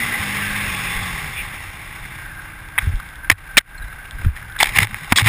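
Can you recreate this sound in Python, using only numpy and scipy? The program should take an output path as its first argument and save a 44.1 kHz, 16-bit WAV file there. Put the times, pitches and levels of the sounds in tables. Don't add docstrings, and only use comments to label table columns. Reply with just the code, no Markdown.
import sys
import numpy as np
from scipy import signal
from scipy.io import wavfile
from scipy.ndimage import uniform_filter1d

SR = 44100
rng = np.random.default_rng(int(sys.argv[2]) if len(sys.argv) > 2 else 0)


def invert_db(x):
    u = np.asarray(x, float) / 20
    return 10 ** u


def unload_audio(sound):
    columns = np.transpose(np.atleast_2d(sound))
    steps = np.round(np.clip(columns, -1, 1) * 32767)
    wavfile.write(sys.argv[1], SR, steps.astype(np.int16))


N = 232936


def level(x, db):
    return x * invert_db(db) / np.sqrt(np.mean(x ** 2))


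def curves(table):
    s, *columns = np.transpose(table)
    return [np.interp(np.arange(N) / SR, s, c) for c in columns]


def band(x, hz, width_hz):
    return signal.lfilter(*signal.iirpeak(hz, hz / width_hz, fs=SR), x)


def steep(x, hz, width_hz):
    return band(band(x, hz, width_hz), hz, width_hz)


def walk(rate):
    k = int(SR / rate)
    held = np.repeat(rng.standard_normal(N // k + 1), k)
    return 1.16 * uniform_filter1d(uniform_filter1d(held, k), k)[:N]


def swells(table, base_db):
    t = np.arange(N) / SR
    power = invert_db(2 * base_db)
    for s, db, half in table:
        power = power + invert_db(2 * db) * np.cos(np.pi / 2 * np.clip((t - s) / half, -1, 1)) ** 4
    return np.sqrt(power)


def add(out, s, piece):
    i = int(s * SR)
    out[i:i + len(piece)] += piece[:N - i]


def case(x, flicker_db, treble=1):
    # (frequency [Hz], width [Hz], level [dB])
    case_modes = [(287, 320, -10), (831, 58, -1), (1078, 103, -0.5), (1370, 170, -6.5), (1640, 97, -6.5),
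                  (2056, 336, 5.5), (2490, 330, -6.5), (2690, 102, 2), (3165, 160, -15), (3460, 140, -3),
                  (3627, 510, -13.5), (4340, 390, -17), (5090, 450, -15), (5480, 390, -14.5)]
    out = 0
    for k, (hz, width_hz, db) in enumerate(case_modes):
        gain = (-1) ** k * invert_db(db + flicker_db * walk(25.11))
        out = out + gain * steep(x, hz, 1.98 * width_hz) * (treble if hz > 3000 else 1)
    return out


def engine():
    # (time [s], crank speed [Hz], fourth order level [dB])
    crank = [(0.0, 57.7, -36), (0.146, 58.13, -41), (0.264, 49.53, -34), (0.48, 51.1, -35),
             (0.62, 50.27, -34.5), (0.878, 43.2, -38), (1.036, 46.6, -36), (1.17, 40.4, -37),
             (1.27, 37.8, -37), (1.34, 36, -48), (1.62, 31.07, -50), (2.43, 30.14, -47.5),
             (3.1, 28.96, -51.5), (4.3, 29.84, -61), (5.28, 30.4, -58)]
    # (order [per turn], level [dB])
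    rolling_orders = [(1, -34), (2, -3), (3, -7), (4, 1.5), (5, -9), (6, -11), (7, -29), (8, -26), (9, -22),
                      (10, -15), (11, -14.5)]
    # (order [per turn], level [dB])
    idle_orders = [(1, -4), (2, -4), (3, -3), (4, -4), (5, -5), (6, -8), (7, -11), (8, -10), (9, -13),
                   (10, -8), (11, -8)]
    hz, db = curves(crank)
    turns = np.cumsum(hz * (1 + 0.0061 * walk(11))) / SR
    rolling = np.clip((hz - 32) / 6, 0, 1)
    out = 0
    for (k, fast_db), (_, slow_db) in zip(rolling_orders, idle_orders):
        pattern_db = rolling * fast_db + (2 - rolling) * (slow_db + 3)
        gain = invert_db(db + 2 + pattern_db + 1.3 * walk(5.47))
        out = out + gain * np.sin(2 * np.pi * (k * turns + rng.random()))
    return out, turns


def head_wind():
    # (time [s], level [dB])
    wind_curve = [(0.0, -26.5), (0.24, -28), (0.65, -28), (1.01, -29), (1.37, -33.5), (1.8, -39.5),
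                  (2.11, -40), (2.43, -43), (2.76, -46), (2.81, -37), (2.93, -42.5), (3.2, -48),
                  (3.5, -45.5), (4.5, -46), (5.28, -45)]
    return curves(wind_curve)[0]


def rush(turns, wind_db):
    shake = 1 + 0.5 * np.exp(-(turns % 1) / 0.067)
    turbulence = shake * invert_db(1.27 * walk(150)) * rng.standard_normal(N)
    air = case(turbulence, flicker_db=0.84, treble=invert_db(0.13 * (wind_db + 56.0)))
    start = np.sqrt(np.mean(air[:SR] ** 2))
    return invert_db(wind_db + 3.5) * air / start


def branches():
    # (time [s], peak [dB], contact [s], ringing [Hz], treble [dB])
    lashes = [(2.779, -4, 0.0077, 2040, -37), (2.784, -4.5, 0.0084, 2040, -40),
              (2.786, -13, 0.004, 3490, -23), (2.786, -24, 0.0076, 1180, -26),
              (3.299, 10.5, .0038, 2104, -27), (3.302, .7, .003, 1600, -21),
              (3.5695, 3.5, 0.0039, 2340, -33), (3.575, -1.5, .004, 2300, -15),
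              (3.572, -4, 0.0025, 1963, -16.5), (3.577, 6, 0.0076, 2090, -12),
              (3.579, -5.5, 0.0057, 5130, -23), (3.58, -3.5, 0.0066, 3200, -7),
              (4.588, -19, 0.012, 3750, -12), (4.629, -2.5, .0035, 954.1, -5),
              (4.762, -10, .0047, 2720, -17), (4.786, 8, 0.0026, 2040, -39), (4.786, -2, 0.0032, 3430, -22),
              (5.122, -3, 0.007, 1136, -40), (5.122, 3.5, 0.0054, 1920, -22),
              (5.16, -7.5, .012, 2170, -7.5), (5.173, -17.5, 0.0092, 2730, 8.5),
              (5.181, -9, .004, 1900, -15), (5.1845, 5, .0031, 1810, -13), (5.193, -5.5, 0.0076, 2080, -10)]
    return strikes([(*hit, -29.5) for hit in lashes])


def twigs():
    # (time [s], peak [dB])
    slaps = [(3.314, -7), (3.32, -19), (3.586, -15), (4.602, -6), (4.607, -4), (4.614, -11), (4.622, -9),
             (4.642, -11), (4.657, -11), (4.67, -12), (4.691, -13), (4.75, -18), (4.772, -9), (4.803, -9),
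             (4.821, -8), (4.83, 3), (4.846, -13), (4.629, -3.5), (5.207, -14), (5.214, -10.5),
             (5.229, -13), (5.243, -11), (5.26, -2.5), (5.269, -1.5), (5.273, -4)]
    slap_contact = .0042, 2070, -16.5, -30
    return strikes([(*hit, *slap_contact) for hit in slaps])


def stems():
    # (time [s], peak [dB])
    wipes = [
        (2.79, -22),
        (3.322, -16),
        (4.373, -18),
        (4.871, -10),
        (4.91, -19),
        (4.944, -8),
        (4.985, -23),
    ]
    wipe_contact = 0, 2000, -24.5, -35
    return strikes([(*hit, *wipe_contact) for hit in wipes])


def grass_heads():
    # (time [s], peak [dB], ringing [Hz])
    ticks = [(1.95, -26, 2050), (1.962, -27, 2000), (2.04, -27, 1900), (2.052, -25, 2200),
             (2.12, -29, 2000), (2.18, -29, 1950), (3.381, -26, 1900), (4.364, -20.5, 1650),
             (2.821, -23, 1530), (2.84, -25, 1540), (2.924, -30, 1690), (2.999, -23.5, 1370),
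             (3.246, -26, 1597), (3.353, -33, 1500), (3.609, -22, 1880), (3.927, -27, 1560),
             (4.054, -26, 2150), (4.186, -30, 1570), (4.247, -20, 1563), (4.426, -27, 1456),
             (4.498, -26.5, 1665), (4.562, -21, 1520)]
    contact_s, treble_db, thud_db = 0.0062, -24.5, -25
    return strikes([(s, db, contact_s, hz, treble_db, thud_db) for s, db, hz in ticks])


def seeds():
    # (time [s], peak [dB])
    pings = [
        (2.687, -36.5),
        (2.957, -35),
        (3.0, -38.5),
        (3.089, -35),
        (3.157, -34.5),
        (3.843, -40),
        (4.11, -27),
        (4.27, -40),
        (4.523, -36),
    ]
    ping_contact = -0.02, 1700, -4.5, -25
    return strikes([(*hit, *ping_contact) for hit in pings])


def strikes(hits):
    out, t = np.zeros(N), np.arange(2048) / SR
    for s, db, contact_s, hz, treble_db, thud_db in hits:
        scrape = rng.standard_normal(2048) * (1 - np.exp(-t / .0006))
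        tick = 3.0 * np.exp(-t / .00008)
        push = (scrape + tick) * np.exp(-(t / max(contact_s, .0005)) ** 2)
        ring = steep(steep(push, hz, 1130), hz, 1130)
        body = steep(steep(push, 1240, 1700), 1240, 1700)
        crack = steep(push, 3550, 940) - invert_db(-8.0) * steep(push, 5200, 960)
        thud = steep(push, 300, 640)
        parts = [(ring, 0), (body, -9.0), (crack, treble_db + 11.0), (thud, thud_db - 1.5)]
        add(out, s, sum(invert_db(db + rel_db) * part / np.abs(part).max() for part, rel_db in parts))
    return out


def leaves():
    # (time [s], length [s], first level [dB], last level [dB])
    drags = [(3.311, .016, -21, -22), (3.378, .02, -33, -38), (4.185, .075, -41, -40),
             (4.357, .05, -32, -38), (4.583, 0.024, -35, -13), (4.609, .02, -16, -18),
             (4.641, 0.062, -23.5, -23), (4.703, .075, -32, -12), (4.776, .078, -23, -15),
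             (4.856, 0.26, -31, -35.5), (5.099, .028, -35, -21), (5.158, .022, -15, -14),
             (5.188, .034, -13, -15), (5.226, .056, -22, -7)]
    t = np.arange(N) / SR
    gain = np.zeros(N)
    for s, length, first_db, last_db in drags:
        ramp = invert_db(np.interp(t, [s, s + length], [first_db, last_db]))
        gain += ramp * (t >= s) * (t < s + length)
    gain = uniform_filter1d(gain, int(0.0038 * SR))
    sizes = invert_db(2.5 * rng.exponential(size=N) + 2.5 * walk(150))
    grains = (rng.random(N) < 4000 / SR) * rng.standard_normal(N) * sizes
    ring = case(grains, flicker_db=1.5)
    crackle = steep(grains, 4230, 2580)
    return gain * (level(ring, -1.7) + level(crackle, -15.0))


def mount_jolts():
    # (time [s], peak [dB], pitch [Hz])
    bumps = [(.06, -26, 101), (.2, -23, 100), (.37, -25, 98), (1.02, -26, 90), (.49, -31, 27),
             (.955, -20, 29.52), (1.128, -25, 53.2), (1.399, -26, 40.2), (2.01, -26, 31.7),
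             (2.829, -17, 48.25), (2.871, -9.5, 84), (2.937, -10.5, 38), (3.314, -17.5, 94.7),
             (3.545, -28, 27.86), (3.804, -21, 34.84), (3.839, -22.5, 48.3), (4.244, -11, 27.05),
             (4.284, -13, 69), (4.68, -21.5, 40.3), (4.769, -19.5, 82), (4.82, -8.5, 109.3),
             (4.927, -26, 106.7), (5.118, -17.5, 89), (5.222, -6, 107), (5.26, -7, 115)]
    return swings([(*bump, .15) for bump in bumps])


def shell_knocks():
    # (time [s], peak [dB], pitch [Hz], t60 [s])
    knocks = [(3.299, -8.5, 650, .014), (4.262, -5.5, 91.3, .09), (3.3, -18, 1100, .03),
              (3.3, -10, 280, 0.014), (3.572, -17, 250, .03), (4.604, -17, 860, 0.048),
              (4.248, -26, 210, 0.033), (4.791, -13, 113.5, 0.043), (5.122, -5.5, 228, .022),
              (5.123, -11, 1050, .02), (5.184, -12, 1050, .02), (4.83, -14, 1050, .015),
              (4.9, -34, 210, 0.245), (5.02, -32, 154, .2), (4.629, -16, 950, .02), (4.7, -33, 620, 0.025)]
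    return swings(knocks)


def swings(hits):
    out, t = np.zeros(N), np.arange(SR // 3) / SR
    for s, db, hz, t60 in hits:
        envelope = (1 - np.exp(-t / 0.0018)) * np.exp(-np.log(1000) * t / t60)
        swing = envelope * np.sin(2 * np.pi * hz * t)
        add(out, s, invert_db(db) * swing / np.abs(swing).max())
    return out


def whistles():
    # (time [s], level [dB], frequency [Hz], width [Hz], length [s])
    seam_tones = [
        (0., -24, 2000, 130, .22),
        (0.8, -29.5, 2440, 450, 0.14),
        (0.08, -33.5, 2580, 350, 0.97),
        (.6, -36, 3470, 150, 0.6),
        (.1, -31.5, 1690, 370, 0.72),
        (1.345, -25.5, 2400, 500, .09),
        (1.3, -36, 3450, 200, .13),
    ]
    out, t = np.zeros(N), np.arange(SR) / SR
    for s, db, hz, width_hz, length in seam_tones:
        tone = level(steep(rng.standard_normal(len(t)), hz, width_hz), db)
        rise = t / (.5 * length) + (s == 0)
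        fall = (length - t) / (0.35 * length)
        add(out, s, tone * np.clip(np.minimum(rise, fall), 0, 1))
    return out


def brake(wind_db):
    # (middle [s], peak [dB], half length [s])
    grabs = [
        (2.3, -39, .3),
        (2.81, -38.5, 0.16),
        (3.51, -43, 0.094),
        (3.8, -40.5, .1),
        (4.55, -42, .07),
    ]
    scrape = steep(invert_db(1.8 * walk(70)) * rng.standard_normal(N), 1580, 190)
    lever = np.clip((np.arange(N) / SR - 1.826) / 0.38, 0, 1)
    rub = invert_db(wind_db - 8)
    return np.hypot(rub, lever * swells(grabs, -42.5)) * level(scrape, 1.0)


def spring_squeaks():
    # (time [s], peak [dB], frequency [Hz], length [s])
    squeaks = [
        (3.7754, -35, 4180, 0.014),
        (3.819, -38, 3900, 0.015),
        (3.8721, -45, 3980, 0.02),
    ]
    out, t = np.zeros(N), np.arange(SR // 3) / SR
    for s, db, hz, length in squeaks:
        envelope = np.sin(np.pi * np.minimum(t / length, 1)) ** 2
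        add(out, s, invert_db(db) * envelope * np.sin(2 * np.pi * hz * t))
    return out


def rattle(turns, over_calm_db):
    shaking = (1 + 1.6 * np.exp(-(turns % 1) / 0.51)) * rng.standard_normal(N)
    parts = band(shaking, 200, 330) + invert_db(15.5) * band(shaking, 910, 460) + invert_db(13.5) * steep(shaking, 1312, 480)
    return invert_db(0.21 * over_calm_db) * level(parts, -47.5 + 2.24)


def buffeting():
    # (middle [s], peak [dB], half length [s])
    gusts = [
        (.68, -38, .35),
        (1.2, -45, .3),
        (1.85, -43, .1),
        (2.92, -39, 0.17),
        (3.3, -39.5, 0.32),
        (3.85, -39, 0.29),
        (4.25, -32, 0.25),
        (4.7, -39, 0.26),
    ]
    eddies = steep(invert_db(1.6 * walk(29)) * rng.standard_normal(N), 34.6, 49)
    return swells(gusts, -43.5) * level(eddies, 1.6)


def mount_hum(over_calm_db):
    # (middle [s], peak [dB], half length [s])
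    ruts = [
        (2.88, -33, 0.13),
        (4.46, -39.5, 0.11),
        (4.79, -29, 0.17),
        (5.28, -25, 0.17),
    ]
    hum = steep(rng.standard_normal(N), 101.7, 80)
    return swells(ruts, -46 + 0.59 * over_calm_db) * level(hum, -1.05)


def scene():
    orders, turns = engine()
    wind_db = head_wind()
    over_calm_db = wind_db + 45
    air = rush(turns, wind_db) + whistles() + buffeting()
    brush = branches() + twigs() + stems() + grass_heads() + seeds() + leaves()
    mount = mount_jolts() + shell_knocks() + mount_hum(over_calm_db)
    bike = orders + brake(wind_db) + spring_squeaks() + rattle(turns, over_calm_db)
    return (bike + air + brush + mount)[None]


def band_limit(x):
    return signal.sosfilt(signal.butter(12, 15850, fs=SR, output="sos"), x)


def record(dry):
    overload, duck_db, lag_s, attack_s, release_s = .6, -140, .024, .008, .045
    dry = signal.sosfilt(signal.butter(2, 12, "high", fs=SR, output="sos"), dry)
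    over = 1. * (uniform_filter1d(np.abs(dry), 45) > overload)
    over = np.pad(over, ((0, 0), (int(lag_s * SR), 0)))[:, :N]
    for seconds in (attack_s, attack_s, release_s):
        memory = np.exp(-1 / (seconds * SR))
        over = signal.lfilter([1 - memory], [1, -memory], over)
    ducked = dry * invert_db(duck_db * over)
    slow = signal.resample_poly(ducked, 40, 147, axis=1, window=("kaiser", 3.0))
    slow = np.clip(signal.lfilter([.9, .1], 1, slow), -1, 1)
    held = signal.resample_poly(np.repeat(slow, 4, axis=1), 147, 160, axis=1)[:, 1:N + 1]
    lowpass = signal.ellip(8, .1, 35, 15230, fs=SR, output="sos")
    held = signal.sosfiltfilt(lowpass, held).clip(-1.05, 1.05)
    held = np.pad(held, ((0, 0), (0, N - held.shape[1])))
    return band_limit(held)


dry = scene()
out = record(dry)
unload_audio(out)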